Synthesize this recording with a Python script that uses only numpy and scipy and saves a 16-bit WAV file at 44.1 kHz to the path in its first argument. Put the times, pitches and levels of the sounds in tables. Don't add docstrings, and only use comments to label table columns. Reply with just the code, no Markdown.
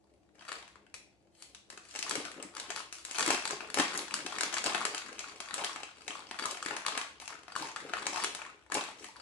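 import sys
import numpy as np
from scipy import signal
from scipy.fft import rfft, irfft
from scipy.io import wavfile
from scipy.ndimage import uniform_filter1d

SR = 44100
rng = np.random.default_rng(int(sys.argv[2]) if len(sys.argv) > 2 else 0)


def file_out(sig):
    cols = np.atleast_2d(sig).T
    lim = np.clip(cols, -1, 1)
    pcm = np.round(lim * 32767).astype(np.int16)
    wavfile.write(sys.argv[1], SR, pcm)


N = 406161

# frequency in Hz, relative level in dB.
FILM_COLOUR = [(180, -18.5), (540, -2.5), (820, 5.5), (1200, 6), (1700, 5.5), (2500, 4.5), (3500, 1),
               (5500, 0), (7900, 0), (8900, -6), (11000, -9.5), (11900, -30)]
# frequency in Hz, share of the brightness (dB of colour per dB of brightness).
BRIGHTNESS_TILT = [(900, -0.537), (1500, -0.494), (2600, -0.062), (4500, 0.429), (10000, 0.658)]


def amp(db):
    return 10 ** (np.asarray(db) / 20)


def unit(x):
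    return x / np.sqrt(np.mean(x ** 2) + 1e-20)


def read(points, hz):
    f, value = np.transpose(points)
    return np.interp(np.log(hz + 1), np.log(f), value)


def add(mix, s, sound):
    part = mix[max(round(s * SR), 0):][:len(sound)]
    part += sound[:len(part)]


def pop(colour, decay_s, uneven_db, bright_db=0, size=1024):
    t, hz = np.arange(size) / SR, np.fft.rfftfreq(size, 1 / SR)
    jolt = np.searchsorted(t, .0005)
    envelope = np.minimum(t / t[jolt], np.exp((t[jolt] - t) / decay_s))
    flutter = rng.standard_normal(size) * envelope
    flutter[jolt] += 3.6
    flutter = rfft(flutter)

    knots = np.geomspace(100, 14000, 28)
    facet_db = read(colour, hz) + bright_db * read(BRIGHTNESS_TILT, hz)
    facet_db += uneven_db * np.interp(hz, knots, rng.standard_normal(len(knots)))

    spread = np.sqrt(uniform_filter1d(abs(flutter) ** 2, size=15))
    cepstrum = irfft(np.log(amp(facet_db) / spread))
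    cepstrum[1:size // 2] *= 2
    cepstrum[size // 2 + 1:] = 0
    wave = irfft(np.exp(rfft(cepstrum)) * flutter)
    return wave / np.linalg.norm(wave)


def ring(hz, cycles, size=4096):
    turns = hz * np.arange(size) / SR
    wave = np.sin(2 * np.pi * turns) * np.exp(-turns / cycles)
    wave *= 1 - np.exp(-turns / 0.395)
    return wave / np.linalg.norm(wave)


def swarm(per_s, spread_db):
    chance, size = rng.random(N), rng.exponential(1, N)
    clicks = (chance < per_s / SR) * amp(spread_db * np.minimum(size, 3.6))
    power = uniform_filter1d(clicks ** 2, size=1801)
    return clicks / np.sqrt(abs(power) + 0.377 * np.mean(clicks ** 2))


def scatter(clicks, facets, choice):
    at = np.flatnonzero(clicks)
    chosen = np.clip(choice[at], 0, len(facets) - 1)
    waves = np.array(facets)[chosen] * clicks[at, None]
    places = at[:, None] + np.arange(waves.shape[1])
    return np.bincount(places.ravel(), waves.ravel(), N)[:N]


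def handling():
    # start in seconds, tightening in seconds, release to -20 dB in seconds,
    # relative creasing level in dB, brightness (treble over body) in dB, relative flapping level in dB.
    grips = [(0.309, 0.239, 0.1772, -50.5, -4, -66), (1.29, 0.135, 0.22, -68.5, 12, -74),
             (1.68, 0.029, 0.31, -58, 1.5, -64), (1.80, 0.1233, 0.76, -55, 8.5, -82),
             (1.93, 0.234, 0.2241, -42, -3.5, -48.5), (2.341, 0.0247, 0.24, -49.5, -12.5, -52),
             (2.52, 0.0634, 0.2144, -48, -6, -62), (2.671, 0.0211, 0.1, -46.5, -2.5, -50),
             (2.738, 0.0416, 0.0636, -42.5, 1, -69), (2.90, 0.0367, 0.26, -53.5, 8, -69.5),
             (3.05, 0.1312, 0.2242, -40.5, 3, -65), (3.17, 0.0243, 0.1, -40.5, 3, -45.5),
             (3.24, 0.048, 0.153, -32.5, 0, -41.5), (3.449, 0.0637, 0.0834, -44, -2.5, -51),
             (3.58, 0.038, 0.15, -48.5, -7.5, -49.5), (3.739, 0.0496, 0.1479, -34, -2.5, -40.5),
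             (3.86, 0.0923, 0.2154, -40.5, -3, -50), (4.08, 0.0372, 0.6726, -45.5, -3, -56),
             (4.22, 0.1566, 0.2665, -41.5, -5, -51.5), (4.518, 0.0325, 0.107, -38.5, -3.5, -48),
             (4.60, 0.0533, 0.5319, -38.5, -5, -50), (5.031, 0.0261, 0.336, -49.5, -6, -58),
             (5.158, 0.078, 0.3458, -48.5, -4.5, -61.5), (5.37, 0.251, 0.2934, -42, -6.5, -57.5),
             (5.95, 0.0205, 0.5, -58, 1, -68), (6.049, 0.0455, 0.27, -47.5, -3, -56.5),
             (6.29, 0.1275, 0.36, -43, -4.5, -54), (6.60, 0.0976, 0.2253, -43, -7, -53),
             (6.83, 0.047, 0.1961, -40.5, -7, -56.5), (6.91, 0.0549, .11, -44, -12, -72.5),
             (7.19, 0.0265, 0.16, -51.5, 2.5, -67), (7.27, 0.0234, 0.16, -48, -10.5, -59.5),
             (7.474, 0.0551, 0.0062, -49, -3, -63.5), (7.548, 0.03154, 0.1537, -39.5, 3, -54),
             (7.60, 0.0258, 0.1832, -45.5, -8.5, -55), (7.77, 0.0637, 0.36, -47, -6.5, -54),
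             (7.919, 0.0475, 0.5614, -44.5, -6, -54), (8.049, 0.181, 0.0532, -37.5, 0, -54),
             (8.35, 0.0365, 0.1415, -45.5, -13.5, -60.5), (8.699, 0.0554, 0.1626, -38.5, -2, -46.5),
             (8.951, 0.0835, 0.11, -49, 3, -59), (9.14, 0.0146, 0.52, -55, -3.5, -69)]
    held_db, held_flap_db = -80.5, -75.5
    tighten_power = 1.3

    creasing = np.full(N, amp(held_db) ** 2)
    flaps = np.full(N, amp(held_flap_db) ** 2)
    colour = np.zeros(N)
    t = np.arange(2 * SR) / SR
    for start, tighten_s, release_s, db, bright_db, flap_db in grips:
        swell = (t / tighten_s) ** tighten_power
        release = amp(-20 * np.maximum(t - tighten_s, 0) / release_s)
        effort = np.minimum(swell, release)
        power = (amp(db) * effort) ** 2
        add(creasing, start, power)
        add(colour, start, bright_db * power)
        add(flaps, start, (amp(flap_db) * effort) ** 2)
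    return 10 * np.log10(creasing), colour / creasing, 10 * np.log10(flaps)


def snaps():
    # time in seconds, relative level in dB, brightness (treble over body) in dB.
    folds = [(0.41, -52, -10), (0.485, -45, 2.5), (0.4909, -40.5, -7.5), (0.5181, -36.5, -2),
             (0.6784, -53, 0), (0.7565, -52, -11), (0.8655, -60, -8), (1.423, -46, 11.5),
             (1.548, -47.5, 14.5), (1.7016, -43.5, 5), (1.775, -47, 1), (1.9512, -40, -2), (1.9596, -36, 5),
             (1.9899, -33.5, 12), (2.0265, -32, 11), (2.095, -33, 27), (2.1098, -31.5, -1),
             (2.1541, -31, 7), (2.2515, -39, 3), (2.426, -40, 9.5), (2.5505, -46.5, 5.5),
             (2.5677, -39.5, 2), (2.599, -36, 7), (2.7035, -33, 3.5), (2.7613, -36.5, 3), (2.926, -39, 10),
             (3.0502, -37.5, 11.5), (3.111, -36, 7.5), (3.1845, -29.5, 5), (3.194, -30, 3.5),
             (3.207, -28, 3), (3.226, -31, 1.5), (3.262, -28.5, 6), (3.2777, -29.5, -4),
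             (3.304, -26.5, -0.5), (3.3463, -30.5, 2.5), (3.4535, -31.5, 4.5), (3.476, -36, 9),
             (3.5079, -32.5, 1), (3.606, -38, -10.5), (3.7011, -41, -0.5), (3.743, -29.5, 6.5),
             (3.773, -27.5, -8), (3.786, -27, -1), (3.7973, -22.5, -3), (3.9756, -32, 50),
             (4.1404, -28.5, 8.5), (4.2629, -34.5, -1.5), (4.4089, -26.5, 3), (4.4333, -28, 4.5),
             (4.527, -36.5, 1), (4.5408, -30.5, 7), (4.5825, -32.5, 8.5), (4.6413, -31.5, 8.5),
             (4.6613, -27.5, 5), (4.747, -28, -6.5), (4.852, -26.5, 1.5), (4.9468, -33.5, 4),
             (4.979, -35, 8), (5.192, -35.5, 8.5), (5.403, -36, 4), (5.5414, -31.5, 10),
             (5.5801, -36.5, -1), (5.645, -29.5, 9), (5.7598, -37.5, -8.5), (5.8325, -38, -2.5),
             (6.0793, -35, 3.5), (6.311, -36.5, -6), (6.3951, -36.5, -1), (6.456, -33, 13.5),
             (6.51, -35.5, 16.5), (6.6265, -38.5, 2.5), (6.6605, -33, 0.5), (6.7656, -33.5, -1.5),
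             (6.8638, -28.5, 5), (6.976, -31.5, 7), (7.0136, -36, -1), (7.1998, -45.5, 6.5),
             (7.278, -38, 3.5), (7.433, -52.5, -3), (7.4809, -44.5, -9.5), (7.761, -36, -4),
             (7.9354, -29, -10), (8.067, -27.5, 2.5), (8.1597, -33.5, -3), (8.2445, -27.5, 1.5),
             (8.349, -35.5, 3.5), (8.72, -31.5, -3.5), (8.743, -31.5, 43)]
    out = np.zeros(N)
    for s, db, bright_db in folds:
        decay_s = 0.000773 * amp(-.3 * bright_db)
        add(out, s, amp(db) * pop(FILM_COLOUR, decay_s, uneven_db=2.5, bright_db=bright_db))
    return amp(23.5) * out


def crinkle(level_db, bright_db, count=100):
    per_s = 300 * amp(.3 * (level_db + 43.5))
    clicks = amp(level_db) * swarm(per_s, spread_db=6.5)
    kinds_db = np.linspace(-30, 20, count)
    facets = [pop(FILM_COLOUR, decay_s=0.000812, uneven_db=5.0, bright_db=db) for db in kinds_db]
    varied_db = bright_db + 4.0 * rng.standard_normal(N)
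    return amp(1.28) * scatter(clicks, facets, np.searchsorted(kinds_db, varied_db))


def pleats():
    # time in seconds, relative level in dB, pitch in Hz.
    flips = [(1.5485, -49, 3200), (1.776, -47.5, 1396), (2.775, -39, 1500), (2.802, -41, 1062),
             (3.0843, -48.5, 1080), (3.2276, -35.5, 920), (3.304, -31, 926), (3.454, -33.5, 974),
             (3.531, -39.5, 767), (3.7866, -28, 1905), (4.3265, -38, 1250), (4.568, -29, 2000),
             (4.6773, -31.5, 1050), (4.8136, -33.5, 1210), (5.6188, -35, 877), (6.1161, -43, 1106),
             (6.1534, -39.5, 1065), (6.4547, -31.5, 1067), (6.6262, -37, 1233), (6.7072, -36.5, 1270),
             (6.7319, -40, 1000), (6.8829, -36, 1226), (6.9755, -30.5, 1160), (7.304, -41, 1017),
             (7.5534, -34.5, 1555), (7.562, -29, 1080), (7.768, -38, 1600), (7.9687, -33.5, 1230),
             (8.1284, -36.5, 856), (8.171, -30, 1100), (8.451, -42.5, 1776), (8.7, -45, 867.3),
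             (8.752, -27, 866), (8.771, -31, 1023), (8.8876, -41.5, 814)]
    crack_db = -4.5
    out = np.zeros(N)
    for s, db, hz in flips:
        add(out, s, amp(db) * ring(hz, cycles=1.48))
        crack = pop(FILM_COLOUR, decay_s=0.00155, uneven_db=3.0, bright_db=-2)
        add(out, s, amp(db + crack_db) * crack)
    return amp(19.5) * out


def rubbing(level_db, bright_db):
    hz = np.fft.rfftfreq(N, 1 / SR)
    colour_db = read(FILM_COLOUR, hz) + 9 * read(BRIGHTNESS_TILT, hz)
    hiss = unit(irfft(rfft(rng.standard_normal(N)) * amp(colour_db), N))
    return hiss * amp(level_db + 0.84 * bright_db - 11.5)


def slide():
    # start in seconds, swell in seconds, release to -20 dB in seconds,
    # relative level in dB.
    drag = (1.29, 0.145, 0.09, -60)
    # frequency in Hz, width in Hz, relative level in dB.
    resonances = [(2120, 255, -3.5), (3140, 270, -1.5), (4200, 470, -1), (7950, 810, -1.5)]
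    start, swell_s, release_s, db = drag
    t, out = np.arange(SR) / SR, np.zeros(N)
    friction = rng.standard_normal(SR)
    hiss = np.zeros(SR)
    for hz, width_hz, peak_db in resonances:
        hiss += amp(peak_db) * signal.lfilter(*signal.iirpeak(hz, hz / width_hz, fs=SR), friction)
    envelope = np.minimum((t / swell_s) ** 2, amp(-20 * (t - swell_s) / release_s))
    add(out, start, amp(db) * unit(hiss) * envelope)
    return out


def flapping(level_db, snapped, count=24):
    # frequency in Hz, relative level in dB.
    panel_colour = [(50, -35), (105, -18), (155, -7), (215, -6.5), (300, 3.5), (430, 3), (620, -6),
                    (1000, -14), (2000, -38)]
    panels = [pop(panel_colour, decay_s=0.003, uneven_db=2.5) for _ in range(count)]
    clicks = amp(level_db) * swarm(per_s=330, spread_db=4.5)
    flexing = scatter(clicks, panels, rng.integers(0, count, N))
    panel_band = signal.butter(2, [200, 550], "band", fs=SR, output="sos")
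    shaken = signal.sosfilt(panel_band, snapped)
    return flexing + shaken


def thumps():
    # time in seconds, relative level in dB, pitch in Hz.
    knocks = [(2.045, -44.5, 294.6), (2.178, -39.5, 290.3), (2.449, -45.5, 298.5), (3.185, -34, 452),
              (3.275, -33, 321.3), (3.529, -39.5, 379.7), (3.795, -27.5, 288.2), (4.116, -45.5, 309),
              (4.25, -44.5, 287.6), (4.67, -40, 325), (4.797, -42, 311), (6.659, -43, 292),
              (7.609, -44, 307), (8.241, -41.5, 369.6), (8.766, -39, 292.3)]
    cycles = 2.51
    sag_ratio, sag_db = 0.6806, -13.5
    out = np.zeros(N)
    for s, db, hz in knocks:
        sway = amp(sag_db) * ring(hz * sag_ratio, cycles)
        add(out, s, amp(db) * (ring(hz, cycles) + sway))
    return amp(19.5) * out


def nozzle():
    # time in seconds, relative level in dB.
    tick = (0.9412, -38)
    # frequency in Hz, relative level in dB, t60 in seconds.
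    modes = [(1244, -6, 0.026), (2394, 1.5, 0.015), (2540, 2.5, 0.013), (5690, 0, 0.0126), (5960, 1, 0.015),
             (8400, 3.5, 0.0217)]
    t, out = np.arange(SR // 10) / SR, np.zeros(N)
    ringing = sum(amp(db - 60 * t / t60) * np.sin(2 * np.pi * hz * t) for hz, db, t60 in modes)
    s, db = tick
    add(out, s, amp(db) * ringing / 2)
    add(out, s, amp(db + 18.5) * pop(FILM_COLOUR, decay_s=0.0056, uneven_db=1.0, bright_db=9.0))
    return out


def kitchen(x):
    # frequency in Hz, relative level in dB.
    room_modes = [(157, 1.5), (204, 2), (242, -6.5), (288, -3), (340, -1.5), (415, -4), (1065, -4),
                  (1267, -6), (1384, -8.5)]
    near = np.array([x, np.zeros(N)])
    add(near[1], 4 / SR, amp(-8.5) * x)
    standing = sum(amp(db) * signal.lfilter(*signal.iirpeak(hz, hz / 18, fs=SR), x)
                   for hz, db in room_modes)
    return amp(-0.5) * near + amp(1.66) * reverberation(x) + amp(1.0) * standing


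def reverberation(x, count=5):
    out = np.zeros((2, N))
    turn = np.arange(N) / SR * 22
    for k in range(count):
        away = (turn - k + count / 2) % count - count / 2
        facing = np.cos(np.pi / 2 * np.minimum(abs(away), 1))
        out += signal.oaconvolve((facing * x)[None], room_response(), axes=1)[:, :N]
    return out


def room_response():
    # frequency in Hz, t60 in seconds.
    decay_times = [(150, 0.283), (500, 0.38), (1200, 0.403), (3000, 0.503), (7000, 0.35), (11000, 0.332)]
    taps = rng.choice([-1, 1], (2, SR // 2)) * (rng.random((2, SR // 2)) < 9000 / SR)
    hz, t, z = signal.stft(taps, SR, nperseg=256)
    alike = np.sinc(hz / 1500)[:, None]
    z[1] = alike * z[0] + np.sqrt(1 - alike ** 2) * z[1]
    decay = amp(-60 * t / read(decay_times, hz)[:, None])
    tail = signal.istft(z * decay, SR, nperseg=256)[1]
    t = np.arange(tail.shape[1]) / SR
    tail *= np.clip(t / 0.00019, 0, 1) * (1 + 2.26 * np.exp(-t / 0.00264))
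    return tail / np.linalg.norm(tail, axis=1, keepdims=True)


def room_tone():
    # frequency in Hz, relative level in dB per Hz.
    air_colour = [(20, -24.5), (45, -25), (70, 2.5), (120, -2), (160, -2.5), (240, -13), (330, 5.5),
                  (430, -24), (540, -6), (800, -7.5), (1100, -25), (8000, -29.5), (12000, -40.5)]
    # frequency in Hz, relative level in dB.
    hum_bands = [(64, -79.5), (204, -82)]
    hz = np.fft.rfftfreq(N, 1 / SR)
    z = rfft(rng.standard_normal((2, N)))
    alike = np.clip(0.437 * np.sinc(hz / 1900), -1, 1)
    z[1] = alike * z[0] + np.sqrt(1 - alike ** 2) * z[1]
    air = amp(-70) * unit(irfft(z * amp(read(air_colour, hz)), N))
    hum = np.zeros(N)
    for centre_hz, db in hum_bands:
        band = rfft(rng.standard_normal(N)) / (1 + ((hz - centre_hz) / 4) ** 2)
        hum += amp(db) * unit(irfft(band, N))
    return air + hum


def scene():
    level_db, bright_db, flap_db = handling()
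    snapped = snaps()
    film = snapped + pleats() + crinkle(level_db, bright_db) + rubbing(level_db, bright_db) + slide()
    bag = film + flapping(flap_db, snapped) + thumps() + nozzle()
    return kitchen(bag) + room_tone()


def record(dry):
    low_pass = signal.firwin(255, 11950, window=("kaiser", 8), fs=SR)
    balance = amp([[1.0], [-1.0]])
    return signal.oaconvolve(dry * balance, low_pass[None], "same")


dry = scene()
out = record(dry)
file_out(out)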